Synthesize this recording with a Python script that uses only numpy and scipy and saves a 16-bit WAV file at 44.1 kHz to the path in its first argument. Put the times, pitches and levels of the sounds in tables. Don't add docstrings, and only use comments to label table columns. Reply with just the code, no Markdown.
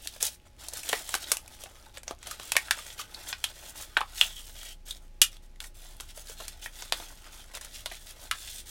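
import sys
import numpy as np
from scipy import signal
from scipy.fft import rfft, irfft, next_fast_len
from scipy.io import wavfile
from scipy.ndimage import uniform_filter1d, minimum_filter1d, map_coordinates

SR = 44100
rng = np.random.default_rng(int(sys.argv[2]) if len(sys.argv) > 2 else 0)


def put_to_file(sound):
    columns = np.atleast_2d(sound).T
    safe = np.clip(columns, -1, 1)
    whole_steps = np.round(safe * 32767)
    wavfile.write(sys.argv[1], SR, whole_steps.astype(np.int16))


N = 383669


def amp(db):
    return 10 ** (np.asarray(db) / 20)


def unit(x):
    return x / np.sqrt(np.mean(x ** 2) + 1e-20)


def over_frequency(points, hz):
    knots_hz, values = np.transpose(points)
    return np.interp(np.log(hz + 1), np.log(knots_hz + 1), values)


def over_time(points):
    times, values = np.transpose(points)
    return np.interp(np.arange(N) / SR, times, values)


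def wobble(rate):
    knots = rng.standard_normal(int(N * rate / SR) + 4)
    return map_coordinates(knots, [np.arange(N) * rate / SR])


def fade(t, t60):
    return np.exp(-np.log(1000) * t / t60)


def filtered(x, gain):
    size = next_fast_len(N + SR // 2)
    return irfft(rfft(x, size) * gain(np.fft.rfftfreq(size, 1 / SR)), size)[:N]


def causal(gain):
    cepstrum = irfft(np.log(np.maximum(gain, 1e-6)))
    half = len(cepstrum) // 2
    return np.exp(rfft(np.r_[cepstrum[0], 2 * cepstrum[1:half], np.zeros(half)]))


def add(track, start, sound):
    part = track[max(round(start * SR), 0):][:len(sound)]
    part += sound[:len(part)]


# frequency in Hz, relative spectral density in dB.
AIR_SPECTRUM = [(20, -1), (40, 0.5), (62, 0), (85, -1.5), (120, -9), (170, -14.5), (260, -14.5),
                (400, -22.5), (560, -18.5), (850, -27), (1200, -29), (2500, -28.5), (6000, -33.5),
                (16000, -43)]
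def room_air(level_db=-57):
    air = filtered(rng.standard_normal(N), lambda hz: amp(over_frequency(AIR_SPECTRUM, hz)))
    return amp(level_db) * unit(air)


def tone(hz, waver_rad):
    t = np.arange(N) / SR
    return np.sqrt(2) * np.sin(2 * np.pi * hz * t + waver_rad * wobble(0.82))


# frequency in Hz, rms level in dB.
HUM_TONES = [(59.8, -62), (172.3, -80), (360, -75.5), (549, -89), (839.8, -76)]
def hum():
    return sum(amp(db) * tone(hz, waver_rad=0.38) for hz, db in HUM_TONES)


# time in seconds, rms level in dB.
DRONE_LEVELS = [(0, -62), (3.5, -60), (4.2, -49), (5.2, -48), (6.5, -49.5), (7.5, -51.5), (8.7, -53)]
def drone():
    return amp(over_time(DRONE_LEVELS)) * tone(hz=28, waver_rad=0.6)


# frequency in Hz, seconds to fall by 60 dB.
ROOM_DECAY = [(300, 0.045), (1000, 0.14), (3000, 0.13), (9000, 0.11), (15000, 0.12)]
def room_echo(sound, onset_s):
    hz, t, spectra = signal.stft(rng.standard_normal(SR // 3), SR, nperseg=256)
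    decay = fade(t, over_frequency(ROOM_DECAY, hz)[:, None])
    tail = signal.istft(spectra * decay, SR, nperseg=256)[1]
    tail *= 1 - np.exp(-(np.arange(len(tail)) / SR / onset_s) ** 2)
    return signal.fftconvolve(sound, tail / np.linalg.norm(tail))


def arch(start, length, power=0.57):
    progress = np.arange(round(length * SR)) / (length * SR)
    swell = np.zeros(N)
    add(swell, start, np.abs(np.sin(np.pi * progress)) ** power)
    return swell


def plateau(start, length, settle_s=0.07):
    t = np.arange(N) / SR - start
    return np.clip(np.minimum(t, length - t) / settle_s, 0, 1)


# start in seconds, length in seconds, then
# the drive in dB of hiss, of rasp over fizz and of dull rub over hiss.
FINGER_STROKES = [(0.02, 0.054, -47, -4.5, -15), (0.11, 0.1, -57, -1.5, -5), (0.2, 0.094, -33, -3.5, -12.5),
                  (0.29, 0.07, -52.5, -4, -11.5), (0.45, 0.029, -61, 3, 3), (0.58, 0.14, -49, 1.5, -6),
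                  (0.71, 0.12, -44, -0.5, -6), (0.82, 0.22, -38.5, -4.5, -6.5),
                  (1.02, 0.18, -43.5, -2, -11.5), (1.195, 0.059, -43, 0, -6.0),
                  (1.255, 0.11, -41.5, -3, -5.5), (1.51, 0.063, -52.5, 1.5, -23),
                  (1.59, 0.056, -49.5, -7, -7.0), (1.935, 0.048, -51.5, 1, -6),
                  (2.065, 0.067, -50.5, 9, -3.5), (2.25, 0.115, -45, 2, -6.0),
                  (2.385, 0.15, -47, -0.5, -6.5), (2.52, 0.18, -48, 1, -3), (2.7, 0.16, -46.0, 1.5, -4),
                  (2.84, 0.11, -47, 2.5, -8), (2.975, 0.05, -38.5, 1, -8.5), (3.17, 0.11, -49.5, 0.5, -5),
                  (3.26, 0.065, -38, -2.5, -8), (3.44, 0.1, -55.5, 3, -8.5), (3.53, 0.16, -52.5, -5, -2),
                  (3.645, 0.075, -47.5, -6.5, -7.0), (3.748, 0.11, -41.5, -4, -7),
                  (4.14, 0.15, -37, -1.5, -16.5), (4.28, 0.065, -46, 5, -23), (4.345, 0.08, -48.5, -2, -27),
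                  (4.425, 0.08, -51.5, -7, -21), (4.55, 0.19, -46.5, 0.5, -19),
                  (4.853, 0.087, -47.5, -5, -10.5), (4.935, 0.05, -53, -4.5, -11),
                  (5.0, 0.084, -66.5, -8, 0), (5.3, 0.068, -56.5, 3, -11), (5.42, 0.051, -64, -5, -8),
                  (5.6, 0.085, -48.5, -8, -8.5), (5.74, 0.2, -53, -2, -8), (5.995, 0.055, -57, -7, -10),
                  (6.085, 0.036, -50, 5, -20), (6.14, 0.09, -48, -16, -9.0),
                  (6.25, 0.095, -45.5, -4, -11.5), (6.37, 0.095, -45.0, 2, -6.5),
                  (6.465, 0.074, -50.5, 2, -18), (6.615, 0.058, -42.5, 1, -18), (6.72, 0.19, -47.5, 0, -8),
                  (6.92, 0.16, -45.5, -1.5, -6.5), (7.08, 0.065, -49.5, -2, -3), (7.23, 0.07, -56, 5, 2.5),
                  (7.3, 0.15, -52.5, -2, -4.5), (7.535, 0.047, -41, 3.5, -4.5), (7.6, 0.11, -52.5, 5, -3),
                  (7.705, 0.12, -46, -0.5, -15), (7.89, 0.098, -45.5, 2, -18), (7.97, 0.11, -55, -1, -20),
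                  (8.055, 0.076, -48.0, -2.5, -8.5), (8.175, 0.125, -50, -4.5, -6),
                  (8.32, 0.29, -45.5, -1.5, -18), (8.46, 0.17, -45, -4, -21),
                  (8.655, 0.084, -45.5, -4.5, -23)]
HAND_HOLDS = [(-.05, 0.27, -54.5, -2, -10), (.55, 1.384, -60.5, -1.5, 1.5), (2.17, 2.18, -56, 1, -3),
              (4.07, .69, -53, -2, -7), (5.74, 3.2, -59, 0.5, -3.5)]
def finger_contact():
    power = np.zeros((3, N))
    for rows, shape in ((FINGER_STROKES, arch), (HAND_HOLDS, plateau)):
        for start, length, hiss_db, rasp_db, rub_db in rows:
            light = 1 / np.hypot(1, amp(rasp_db))
            gains = amp(hiss_db) * np.array([light, light * amp(rasp_db), amp(rub_db)])
            span = slice(max(round(start * SR), 0), round((start + length) * SR))
            power[:, span] += np.outer(gains, shape(start, length)[span]) ** 2
    return np.sqrt(power)


def shifting_noise(patchy_db=2.5):
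    spectra = signal.stft(rng.standard_normal(N), nperseg=1024)[2]
    patches = uniform_filter1d(rng.standard_normal(spectra.shape), size=4, axis=0)
    patches = uniform_filter1d(patches, size=12, axis=1)
    return signal.istft(spectra * amp(patchy_db * unit(patches)), nperseg=1024)[1][:N]


# frequency in Hz, relative spectral density in dB.
PAPER_SPECTRUM = [(150, -7.5), (330, -5.5), (520, -2), (800, 3), (1050, -6.5), (1400, 0), (2300, -6),
                  (3600, -1.5), (4800, -5.5), (8300, -3.5), (12500, -9.5), (16000, -11)]
def friction(low_hz, high_hz, rough_db):
    def colour(hz):
        band_loss = np.sqrt(1 + (low_hz / (hz + 1)) ** 8 + (hz / high_hz) ** 8)
        return amp(over_frequency(PAPER_SPECTRUM, hz)) / band_loss
    return unit(filtered(shifting_noise(), colour) * amp(rough_db * wobble(260)))


# start in seconds, length in seconds, level in dB.
FOLD_SQUEAKS = [(4.282, .07, -54), (4.358, 0.055, -48), (4.64, .1, -53.5)]
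def singing_fold(hiss, pitch_hz=3390, drift_hz=131.5, width_hz=260, over_hiss_db=-14):
    squeaks = sum(amp(db) * arch(start, length) for start, length, db in FOLD_SQUEAKS)
    drive = amp(over_hiss_db) * hiss + squeaks
    fold_hz = pitch_hz + drift_hz * wobble(2.9)
    flutter = unit(filtered(rng.standard_normal(N), lambda hz: 1 / (1 + (hz / width_hz) ** 2)))
    return drive * flutter * np.sqrt(2) * np.sin(2 * np.pi * np.cumsum(fold_hz) / SR)


def sliding(touch, rasp_db=-1, rub_db=-2.5, unsteady_db=1.5, room_db=-7):
    light, firm, dull = touch
    rub = amp(rub_db) * dull * friction(low_hz=200, high_hz=2000, rough_db=3.5)
    rasp = amp(rasp_db) * firm * friction(low_hz=2000, high_hz=5600, rough_db=3.5)
    fizz = light * friction(low_hz=5000, high_hz=21000, rough_db=3)
    fold = singing_fold(hiss=np.hypot(light, firm))
    slide = (rub + rasp + fizz + fold) * amp(unsteady_db * wobble(45))
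    return slide + amp(room_db) * room_echo(slide, onset_s=0.0027)[:N]


def buckle(panel_hz, ring_db, thud_db, crack_db, t60, size=4096,
           flip_db=-4, lag_s=0.0007, rise_s=0.00052, ring_octaves=0.36):
    t, hz = np.arange(size) / SR, np.fft.rfftfreq(size, 1 / SR)
    flip = np.exp(-4j * np.pi * lag_s * np.sqrt(hz * panel_hz))
    envelope = fade(t, max(t60, 0.003) + 2 * lag_s) * (1 - np.exp(-t / rise_s))
    burst = rfft(rng.standard_normal(size) * envelope)
    waves = amp(flip_db) * flip + burst / np.sqrt(np.mean(np.abs(burst) ** 2))
    smooth_power = uniform_filter1d(np.abs(waves) ** 2, size=50)
    waves /= causal(np.sqrt(np.abs(smooth_power)))
    lows = [(40, thud_db - 41), (330, thud_db - 6.5), (700, thud_db)]
    mids = [(1500, 0.0063), (3500, 0)]
    highs = [(6000, crack_db), (10500, crack_db), (15500, crack_db - 14.5), (18000, crack_db - 33)]
    colour_db = over_frequency(lows + mids + highs, hz)
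    panel_db = ring_db * np.exp(-(np.log2((hz + 1) / panel_hz) / ring_octaves) ** 2)
    snap = irfft(waves * causal(amp(colour_db + panel_db))) * np.linspace(1, 0, size)
    return snap / np.linalg.norm(snap)


# time in seconds, mean crinkles a second.
CRINKLE_RATE = [(0, 30), (.75, 75.4), (2.2, 55), (3.3, 50), (3.6, 8), (5.1, 4), (5.5, 25), (5.85, 8),
                (6.3, 38), (7.6, 55), (8.4, 6)]
def crinkles(touch, over_hiss_db=16, spread_db=4.5, room_db=-8, floor_db=-60):
    track = np.zeros(N)
    light, firm, _ = touch
    hiss = np.hypot(light, firm) + amp(floor_db)
    starts = np.flatnonzero(rng.random(N) < over_time(CRINKLE_RATE) / SR)
    variations = np.clip(rng.standard_normal((len(starts), 3)), -2, 2)
    for start, (pitch, strength, bright) in zip(starts, variations):
        panel_hz = np.clip(3600 * np.exp(0.7 * pitch), 600, 12000)
        tick = buckle(panel_hz, ring_db=13, thud_db=-8.5, crack_db=1.5 + 4.7 * bright,
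                      t60=0.005, size=1024)
        add(track, start / SR, hiss[start] * amp(over_hiss_db + spread_db * strength) * tick)
    return track + amp(room_db) * room_echo(track, onset_s=0.0023)[:N]


# start in seconds, relative strength in dB, pitch of the ring in Hz, ring in dB, low thud
# in dB, high crack in dB, nominal seconds for the snap or scuff to fall by 60 dB.
PAPER_SNAPS_AND_SCUFFS = [(0.0729, -18, 3700, 9.5, -37, 3.5, 0.004), (0.162, -33.5, 516, 11, 2.5, -11, .02),
                          (0.2086, -26, 397, 5, -21, -5, 0.0092), (0.227, -8.5, 470, 29, -6.5, 18, .014),
                          (0.2661, -16, 4720, 9.5, -14.5, 19, .053),
                          (0.6845, -22, 3830, 12, 13.5, 16.5, 0.012), (0.7353, -23, 440, 13, 4, 10.5, .02),
                          (0.7719, -24, 1320, 1, -6, 8, .008), (0.8327, -26, 2470, 20, -14, 12, 0.011),
                          (0.89, -16.5, 3270, 11, 1, 9.5, .009), (0.8939, -17.5, 3130, 17, 12, 5, 0.025),
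                          (0.9294, -9.5, 440, 9.5, 6, -10, 0.0083),
                          (0.9314, -11.5, 1990, 18, 7.5, -11, 0.021),
                          (1.091, -21, 8200, 15, 4, -6.5, 0.0099),
                          (1.1411, -11, 1460, 8.5, 0, -4.5, 0.0097), (1.151, -13, 386, 4.5, 4, 0.5, 0.035),
                          (1.3176, -4.5, 404, 11.5, -4.5, 4.5, 0.016),
                          (1.3697, -19, 2740, 11, 3, 9, 0.0046), (1.478, -33, 2450, 16, 8, 12, .015),
                          (1.637, -26.5, 3100, 15, 16, 10.5, .019), (1.658, -30.5, 716, 13, 0, -18, .022),
                          (1.9721, -27, 514, 19, -12, -10, 0.02), (1.981, -32, 7900, 17, -5, -11, .007),
                          (2.0327, -33, 2050, 6.5, 7, 4, 0.011), (2.0795, -20.5, 6240, 24, 3.5, -15, 0.006),
                          (2.1097, -19, 1350, 6, 20.5, -5.5, 0.0059), (2.2284, -32, 7430, 11, -5, -9, .012),
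                          (2.2703, -24, 1260, -2, 8.5, 1, .032), (2.3114, -20.5, 1270, 17, -14, 3, 0.031),
                          (2.398, -25.5, 507, 15, 3.5, -6.5, 0.0094),
                          (2.5195, -10.5, 2680, 6.5, 0.5, 2.5, 0.0085),
                          (2.554, -19, 600, -3, 5, -16, 0.033), (2.5662, -2.7, 2090, 12.5, -2, -2, 0.0071),
                          (2.6834, -27.5, 1530, 12, 2, -27, 0.025), (2.7094, -5, 1520, 6.5, -9, -5.5, .011),
                          (2.7885, -26, 1130, 11, -14, -6, .04), (2.995, -24, 1253, 13.5, -6, -7, 0.048),
                          (3.145, -25, 4230, 21, 3, 2, 0.026), (3.3275, -16.5, 5430, 13, -8, -22, 0.02),
                          (3.4406, -10, 3200, 12, -6, -0.5, 0.029),
                          (3.9681, -5, 1480, 8.5, -12, -35.5, .008),
                          (3.9722, -11, 860, 10.5, 2.5, -14, 0.0061), (4.007, -15, 840, 25, 2, -3.5, 0.015),
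                          (4.0136, -13.5, 1160, 12.5, 1, -32.5, 0.0053),
                          (4.2119, 0.6, 3080, 15, -9.5, -8.5, .006),
                          (4.9079, -19.5, 3600, 24, -3, 10, 0.015),
                          (5.2163, 5.5, 3010, 11.5, -19, 5.5, 0.015),
                          (5.3676, -38.5, 3420, 13, 2, 0.5, .008),
                          (5.6032, -23.5, 3680, 7, -20, -5, 0.0088), (5.6407, -29.5, 1770, 8, -6, -1, .036),
                          (6.0, -27, 3360, 9, 0, -3.5, 0.011), (6.007, -25.5, 1350, 9, 10, 8.5, 0.012),
                          (6.175, -32, 520, 17, 6, -3, .015), (6.297, -31, 450, 13, 9, -6, .02),
                          (6.402, -27, 1370, 11, 16.5, -1.5, 0.082), (6.4811, -23, 550, 15, -16, 5, .015),
                          (6.6599, -22.5, 1930, 12.5, 1.5, -40, 0.0099),
                          (6.822, -25, 6200, 12, 5, -7.5, .017), (6.9231, -8, 3820, 7.5, 3, -6.5, 0.0047),
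                          (7.0002, -27, 3470, 13, 23, 0, .028), (7.5505, -25.5, 3530, 12, -1, 8, 0.025),
                          (7.5722, -28, 1700, 8, 6, -1.5, .008), (7.6117, -27.5, 1700, 11, 7, 6.5, 0.03),
                          (7.647, -29, 2190, 5, -5, 6, 0.019), (7.859, -17.5, 3640, 7.5, 2, -4, 0.032),
                          (7.9147, -26, 2000, 16, 15, -4, 0.054), (8.312, -10, 1280, 8, -18, -10.5, 0.019)]
def snaps_and_scuffs(gain_db=12, room_db=-7, table_db=-8):
    track = np.zeros(N)
    for start, strength_db, *colour in PAPER_SNAPS_AND_SCUFFS:
        sound = amp(strength_db + gain_db) * buckle(*colour) / np.hypot(1, amp(table_db))
        add(track, start, sound)
        add(track, start + rng.uniform(0.0007, 0.002), amp(table_db) * sound)
        add(track, start, amp(room_db) * room_echo(sound, onset_s=0.0025))
    return track


def scene():
    touch = finger_contact()
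    paper = snaps_and_scuffs() + crinkles(touch) + sliding(touch)
    return (paper + room_air() + hum() + drone())[None]


def record(dry, ceiling=1.0, soft_clip=0.62, top_hz=16100):
    needed_gain = ceiling / np.maximum(np.abs(dry[0]), ceiling)
    limited = dry[0] * uniform_filter1d(minimum_filter1d(needed_gain, size=25), size=25)
    rounded = limited / (1 + np.abs(limited / soft_clip) ** 6) ** (1 / 6)
    return filtered(rounded, lambda hz: 1 / np.sqrt(1 + (hz / top_hz) ** 200))[None]


dry = scene()
out = record(dry)
put_to_file(out)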